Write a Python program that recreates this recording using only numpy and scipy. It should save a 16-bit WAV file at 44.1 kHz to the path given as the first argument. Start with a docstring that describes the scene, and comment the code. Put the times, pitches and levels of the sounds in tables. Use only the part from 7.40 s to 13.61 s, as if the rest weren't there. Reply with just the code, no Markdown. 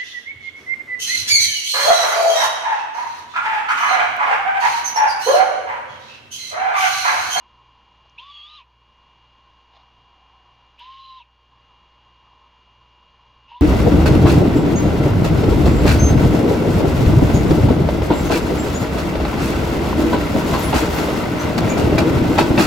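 """Three rasping screeches: a young owl begs from a stick nest at night, close to the microphone.
Each is a low whistle and a rough upper tone, as from the two sides of the syrinx, wrapped in coloured hiss.
Echoes off nest and tree thicken it; brief noise strokes and a tick stir the twigs.
Behind lie still air, far tyre noise and a machine's whine, built from shaped noise and harmonics.
A gain control ducks under each call; hum, faint hiss and a very faint bright tick in the second are added."""
import sys
import numpy as np
from scipy import signal
from scipy.fft import rfft, irfft
from scipy.io import wavfile
from scipy.ndimage import uniform_filter1d, map_coordinates

SR = 44100
rng = np.random.default_rng(int(sys.argv[2]) if len(sys.argv) > 2 else 0)


def file_out(sig):
    """Save sig as 16-bit WAV at sys.argv[1]."""
    # one column per channel
    cols = np.atleast_2d(sig).T
    # limit, then scale
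    lim = np.clip(cols, -1, 1)
    pcm = np.round(lim * 32767).astype(np.int16)
    wavfile.write(sys.argv[1], SR, pcm)


N = 273861
TIME = np.arange(N) / SR

# pitches of the slack syrinx, where every screech starts and ends
SLACK_WHISTLE_HZ, SLACK_UPPER_HZ = 880, 2215


def from_db(db):
    """Decibels to gain."""
    return 10 ** (np.asarray(db) / 20)


def rms_one(x):
    """Scale to unit power."""
    return x / np.sqrt(np.mean(x ** 2) + 1e-20)


def in_time(rows):
    """Columns of a curve at every sample."""
    s, *columns = np.transpose(rows)
    return [np.interp(TIME, s, c) for c in columns]


def at_hz(points, hz):
    """Level of a resonance curve at a pitch, in dB."""
    return np.interp(hz, *np.transpose(points))


def bell(centre_s, spread_s):
    """Smooth swell with a peak of 1; the spread is the standard deviation."""
    return np.exp(-.5 * ((TIME - centre_s) / spread_s) ** 2)


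def noise(spectrum):
    """Noise with a given colour, falling away further above its last point; rms 1."""
    hz, db = np.transpose(spectrum)
    f = np.maximum(np.fft.rfftfreq(N, 1 / SR), 1)
    colour = from_db(np.interp(np.log(f), np.log(hz), db))
    shape = colour / (1 + (f / (2 * hz[-1])) ** 2)
    return rms_one(irfft(rfft(rng.standard_normal(N)) * shape, N))


def drift(rate):
    """Slow chance with about `rate` turns a second; rms 1."""
    f = np.fft.rfftfreq(N, 1 / SR)
    return rms_one(irfft(rfft(rng.standard_normal(N)) / (1 + (f / rate) ** 2), N))


def phase_of(hz):
    """Running phase of a moving pitch, from a random start."""
    return 2 * np.pi * (np.cumsum(hz) / SR + rng.random())


def screech(sum_db=-9, difference_db=-11, octave_db=-31, harsh_db=-8, hiss_follow=.35):
    """Two coupled oscillators give sum and difference tones; air rushing past them hisses."""
    # the whistle is strongest near its own resonance: f/Hz, level/dB
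    whistle_resonance = [(890, -24), (925, -13), (960, -3), (1050, -3), (1140, -2), (1190, -6.5),
                         (1260, -13.5)]
    # its overtone comes out on climbing into the throat resonance: f of overtone/Hz, level/dB
    overtone = [(2000, -40), (2370, -31.5), (2490, -11)]
    # colour of the throat hiss: f/Hz, relative level per Hz/dB
    throat = [(500, -23), (1400, -21), (1900, -14.5), (2300, -16), (2600, -2.5), (2900, 5.5), (3400, -2),
              (3850, -6.5), (4300, -12.5), (5000, -17.5), (5600, -22.5), (6800, -26.5), (8000, -42)]
    # broader hiss of the harshest moments: f/Hz, relative level per Hz/dB
    harsh = [(700, -13.5), (1700, 5), (2300, 9), (4200, -6), (5100, 0), (5600, -21.5), (7000, -26.5)]
    beak_band_hz = [2480, 4200]   # where the beak radiates the side tones
    slack_flutter_db, slack_span_hz = 4, 80

    breath, low_hz, low_db, high_hz, high_db, rough, rush_db = begging()
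    low = phase_of(low_hz * (1 + .006 * drift(90)))
    high = phase_of(high_hz * (1 + .007 * drift(70) + .06 * rough * drift(450)))

    # the whistle is less steady near its slack pitch
    voiced = from_db(at_hz(whistle_resonance, low_hz)) * np.sin(low)
    voiced = voiced + from_db(at_hz(overtone, 2 * low_hz)) * np.sin(2 * low)
    slack = np.exp((SLACK_WHISTLE_HZ - low_hz) / slack_span_hz)
    whistle = from_db(low_db + (1.0 + slack_flutter_db * slack) * drift(58)) * voiced

    # coupling grows with tension and comes and goes, so the side tones are hoarser than the main one
    tension = high_hz / 3600
    coupling = tension * rms_one(1 + .45 * drift(300))
    sides = from_db(sum_db) * np.sin(high + low) + from_db(difference_db) * np.sin(high - low)
    beak = signal.butter(3, beak_band_hz, "band", fs=SR, output="sos")
    sides = signal.sosfilt(beak, coupling * sides)
    octave = coupling * from_db(octave_db) * np.sin(2 * high)
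    flutter = rms_one(from_db((1.3 + 3 * rough) * drift(110)))
    upper = from_db(high_db) * flutter * (np.sin(high) + sides + octave)

    # reading the hiss faster or slower moves its resonances with the tension
    rush = map_coordinates(noise(throat), [np.cumsum(tension ** hiss_follow)], order=3, mode="wrap")
    # it broadens as the voice roughens
    rush = rush + from_db(harsh_db) * rough * noise(harsh)
    hiss = from_db(rush_db + 0.18 * drift(90)) * rush
    return breath * (np.sqrt(2) * (whistle + upper) + hiss)


def begging():
    """The controls of all screeches in turn; each takes over at its start."""
    # screeches, levels relative: start t/s, length/s, attack/s, let-go/s, whistle f/Hz, climb/(Hz/s),
    # rise time constant/s, whistle level/dB, upper tone level/dB, hiss level/dB, hiss sag/(dB/s)
    screeches = [ (0.774, 0.467, 0.011, .072, 1127, 265.5, .061, -43, -39.5, -52.5, -12),
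                 (3.374, 0.467, 0.027, .056, 1141, -260, .125, -40.5, -42, -51, 0.5),
                 (6.07, 0.46, 0.033, .06, 1129, -2, .23, -38, -46, -58.5, 2), ]
    # held upper tone, one curve per screech; it breaks up and clears: t/s, f/Hz, roughness (clipped to 0-1)
    upper_curves = [
        [(.786, 3370, .02), (.803, 3480, 0.58), (.87, 3424, 0.88), (.93, 3403, .42), (1.0, 3248, .15),
         (1.06, 3358, 0.19), (1.095, 3800, .35), (1.16, 3975, 0.17), (1.2, 3735, .7)],
        [(3.382, 3897, 0.4), (3.405, 3826, 0.92), (3.54, 3904, 1.0), (3.62, 3960, 0.31), (3.72, 3925, 0.34),
         (3.79, 3946, 0.44), (3.82, 3850, 0.29)],
        [(6.085, 3027, 0.9), (6.125, 2975, 1.1), (6.148, 2925, 0.6), (6.18, 3500, .95)],
    ]
    controls = syrinx(screeches[0], upper_curves[0])
    for call, upper in zip(screeches[1:], upper_curves[1:]):
        controls = np.where(TIME >= call[0], syrinx(call, upper), controls)
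    return controls


def syrinx(call, upper):
    """Controls of one screech: both tones slide from slack, hold and drop back as the tension is let go."""
    # the upper tone is strongest near its own resonances: f/Hz, level/dB
    upper_resonance = [(2230, -8), (2700, 3.5), (3000, -0.5), (3300, 3), (3950, -2.5)]
    onset_db, onset_s = -0.5, .06   # the breath opens slightly held back
    sag_db_per_s, release_s = 4.5, 0.028
    upper_rise_hz_per_s = 60000
    linger_s = .004   # the upper tone stays slack this long at both ends
    slack_hiss_db = -10   # little air hisses past while it is slack
    rough_loss_db = 17.5   # a fully rough upper tone is this much weaker

    start, length, attack, let_go, top_hz, climb, rise, whistle_db, tone_db, hiss_db, hiss_sag = call
    t = np.clip(TIME - start, 0, length)
    tense = np.clip((length - linger_s - t) / let_go, 0, 1)
    breath = np.minimum(t / attack, 1) * np.minimum((length - t) / release_s, 1)
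    breath = breath * from_db(onset_db * np.exp(-t / onset_s) - sag_db_per_s * t)

    held_hz, rough = in_time(upper)
    rough = np.clip(rough, 0, 1)
    reach = held_hz - SLACK_UPPER_HZ
    low_hz = SLACK_WHISTLE_HZ + (top_hz + climb * t - SLACK_WHISTLE_HZ) * np.tanh(t / rise) * tense
    risen = np.tanh(upper_rise_hz_per_s * np.maximum(t - linger_s, 0) / reach) * tense
    high_hz = SLACK_UPPER_HZ + reach * risen

    rush_db = hiss_db - hiss_sag * t + slack_hiss_db * (1 - risen) ** 2
    high_db = tone_db + at_hz(upper_resonance, high_hz) - rough_loss_db * rough
    return np.array([breath, low_hz, np.full(N, whistle_db), high_hz, high_db, rough, rush_db])


def among_trees(x, echo_db=-18, t60=0.18, dull_hz=3000):
    """Near bounces comb the rasp into layers; trunk, limbs and needles scatter a short, dull tail."""
    # bounces off the nest, limb and trunk: delay t/s, level/dB
    bounces = [(.00385, -28.5), (.00485, -15.5), (.0074, -26), (0.0105, -7.5)]
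    bounce = sum(from_db(db) * np.interp(TIME - delay, TIME, x) for delay, db in bounces)
    t = TIME[:SR // 2]
    scatter = rng.standard_normal(len(t)) * from_db(-60 * t / t60) * (t > .004)
    scatter = signal.sosfilt(signal.butter(1, dull_hz, fs=SR, output="sos"), scatter)
    scatter = rms_one(scatter) / np.sqrt(len(t))   # unit energy
    return x + bounce + from_db(echo_db) * signal.fftconvolve(x, scatter)[:N]


def nest(grain_db=3, tick_s=.0015):
    """Grainy brushing of feathers on sticks, and the decaying noise tick of a dry twig."""
    # feathers and twigs brushing: t/s, level/dB, spread/s
    rustles = [(0.57, -78.5, 0.0042), (0.576, -65, 0.0046), (0.66, -61, 0.007), (2.334, -59, 0.015),
               (2.363, -53.5, 0.0082), (2.402, -59, 0.019)]
    # colour of the brushing: f/Hz, relative level per Hz/dB
    brushing = [(300, -21), (750, 19.5), (1500, 1), (2500, 3.5), (3700, 8.5), (5000, -1.5), (6500, -15),
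                (8000, -37)]
    # twig ticks: t/s, level before halving/dB, f/Hz
    twig = [(0.696, -48, 4730)]
    strokes = sum(from_db(db) * bell(s, spread) for s, db, spread in rustles)
    out = strokes * noise(brushing) * rms_one(from_db(grain_db * drift(260)))
    for s, db, hz in twig:
        crack = noise([(.8 * hz, -30), (hz, 0), (1.35 * hz, -8), (1.6 * hz, -30)])
        decay = (TIME >= s) * np.exp(-np.abs(TIME - s) / tick_s)
        out = out + from_db(db) * crack * decay / 2
    return out


def night(air_db=-62, road_db=-60.5, swell_db=1.33, machine_hz=118.24, drone_db=-75.5):
    """Still air, a far road's tyre noise, one passing vehicle and a machine wavering with distance."""
    # colour of the night air and far traffic: f/Hz, relative level per Hz/dB
    air = [(20, -92), (55, -91.5), (90, -92), (160, -95), (300, -98.5), (600, -100), (1300, -99),
           (1550, -100), (2000, -102.5), (2700, -99), (3200, -97.5), (3700, -104), (4500, -104.5),
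           (5200, -113), (6600, -115)]
    # colour of the road's tyre noise: f/Hz, relative level per Hz/dB
    road_colour = [(500, -26.5), (700, -16.5), (820, -1.5), (900, -3), (980, 6), (1070, 5), (1140, -3.5),
                   (1300, -9), (1700, -40)]
    # swells of the tyre noise: t/s, rise/dB, spread/s
    swells = [(0.05, 2, 0.64), (2.35, 3.5, 0.051), (2.949, 2.5, 0.22), (4.873, 4.5, 0.061),
              (6.2, 2.5, 0.29)]
    # one far vehicle passes with a lower tyre whine: t/s, level/dB, spread/s
    passing = [(2.801, -68, 0.38)]
    # colour of that whine: f/Hz, relative level per Hz/dB
    tyre_whine = [(500, -45.5), (680, -13), (740, -2.5), (790, -1), (850, -12), (1100, -45.5)]
    # partials of the far machine: multiple of its base pitch, rms level/dB
    machine = [(3, -84.5), (4, -79.5), (5, -79), (9, -68), (15, -84.5), (16, -86.5), (17, -89), (19, -86.5),
               (20, -74), (21, -92.5), (24, -64), (27, -76), (28, -76)]

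    swells_db = sum(db * bell(s, spread) for s, db, spread in swells)
    road = from_db(road_db + swells_db + swell_db * drift(10)) * noise(road_colour)
    turn = phase_of(machine_hz * (1 + .0005 * drift(2)))
    whine = 0
    for k, db in machine:
        partial = np.sin(round(k) * turn + 2 * np.pi * rng.random())
        whine = whine + from_db(db + .8 * drift(6)) * partial
    drone = from_db(drone_db + 3.3 * drift(4)) * np.sin(turn)
    tyres = sum(from_db(db) * bell(s, spread) for s, db, spread in passing) * noise(tyre_whine)
    return from_db(air_db) * noise(air) + road + tyres + np.sqrt(2) * (whine + drone)


def scene(owl_db=3.5):
    """Owl, nest and night at one microphone that feeds both channels."""
    mono = from_db(owl_db) * among_trees(screech()) + nest() + night()
    return np.array([mono, mono])


def gain_control(x, threshold_db=-47, depth_db=5.5, release_db_per_s=15, attack_s=0.035):
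    """Loud sound turns the gain down quickly, by a limited amount; it creeps back afterwards."""
    power = uniform_filter1d(x[0] ** 2, SR // 200)   # over 5 ms
    level = 10 * np.log10(np.maximum(power, 1e-12))
    cut = np.clip(level - threshold_db, 0, depth_db)
    recovery = release_db_per_s * TIME
    held = np.maximum.accumulate(cut + recovery) - recovery
    r = np.exp(-1 / (attack_s * SR))
    return x * from_db(-signal.lfilter([1 - r], [1, -r], held))


def record(dry, band_edge_hz=6926, mains_hz=60, hiss_floor_db=-96, cutoff_hz=15700):
    """Gain control and a narrow audio band, then mains hum, a very faint bright tick and electronic hiss."""
    # hum on the line: multiple of the mains frequency, rms level/dB
    mains = [(1, -63), (2, -74), (3, -92)]
    # colour of the faint bright tick: f/Hz, relative level per Hz/dB
    tick_colour = [(3000, -12), (7800, 4), (12000, -10), (15000, -15)]
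    # one very faint, bright tick of noise during the second screech
    tick_s, tick_db, tick_decay_s = 3.394, -58, 0.00037

    band = signal.butter(24, band_edge_hz, fs=SR, output="sos")
    narrow = signal.sosfilt(band, gain_control(dry))
    hum = sum(np.sqrt(2) * from_db(db) * np.cos(2 * np.pi * round(k) * mains_hz * TIME) for k, db in mains)
    decay = (TIME >= tick_s) * np.exp(-np.abs(TIME - tick_s) / tick_decay_s)
    tick = from_db(tick_db) * noise(tick_colour) * decay
    mixed = narrow + hum + tick + from_db(hiss_floor_db) * rng.standard_normal(N)
    return signal.sosfilt(signal.ellip(10, .1, 80, cutoff_hz, fs=SR, output="sos"), mixed)


dry = scene()
out = record(dry)
file_out(out)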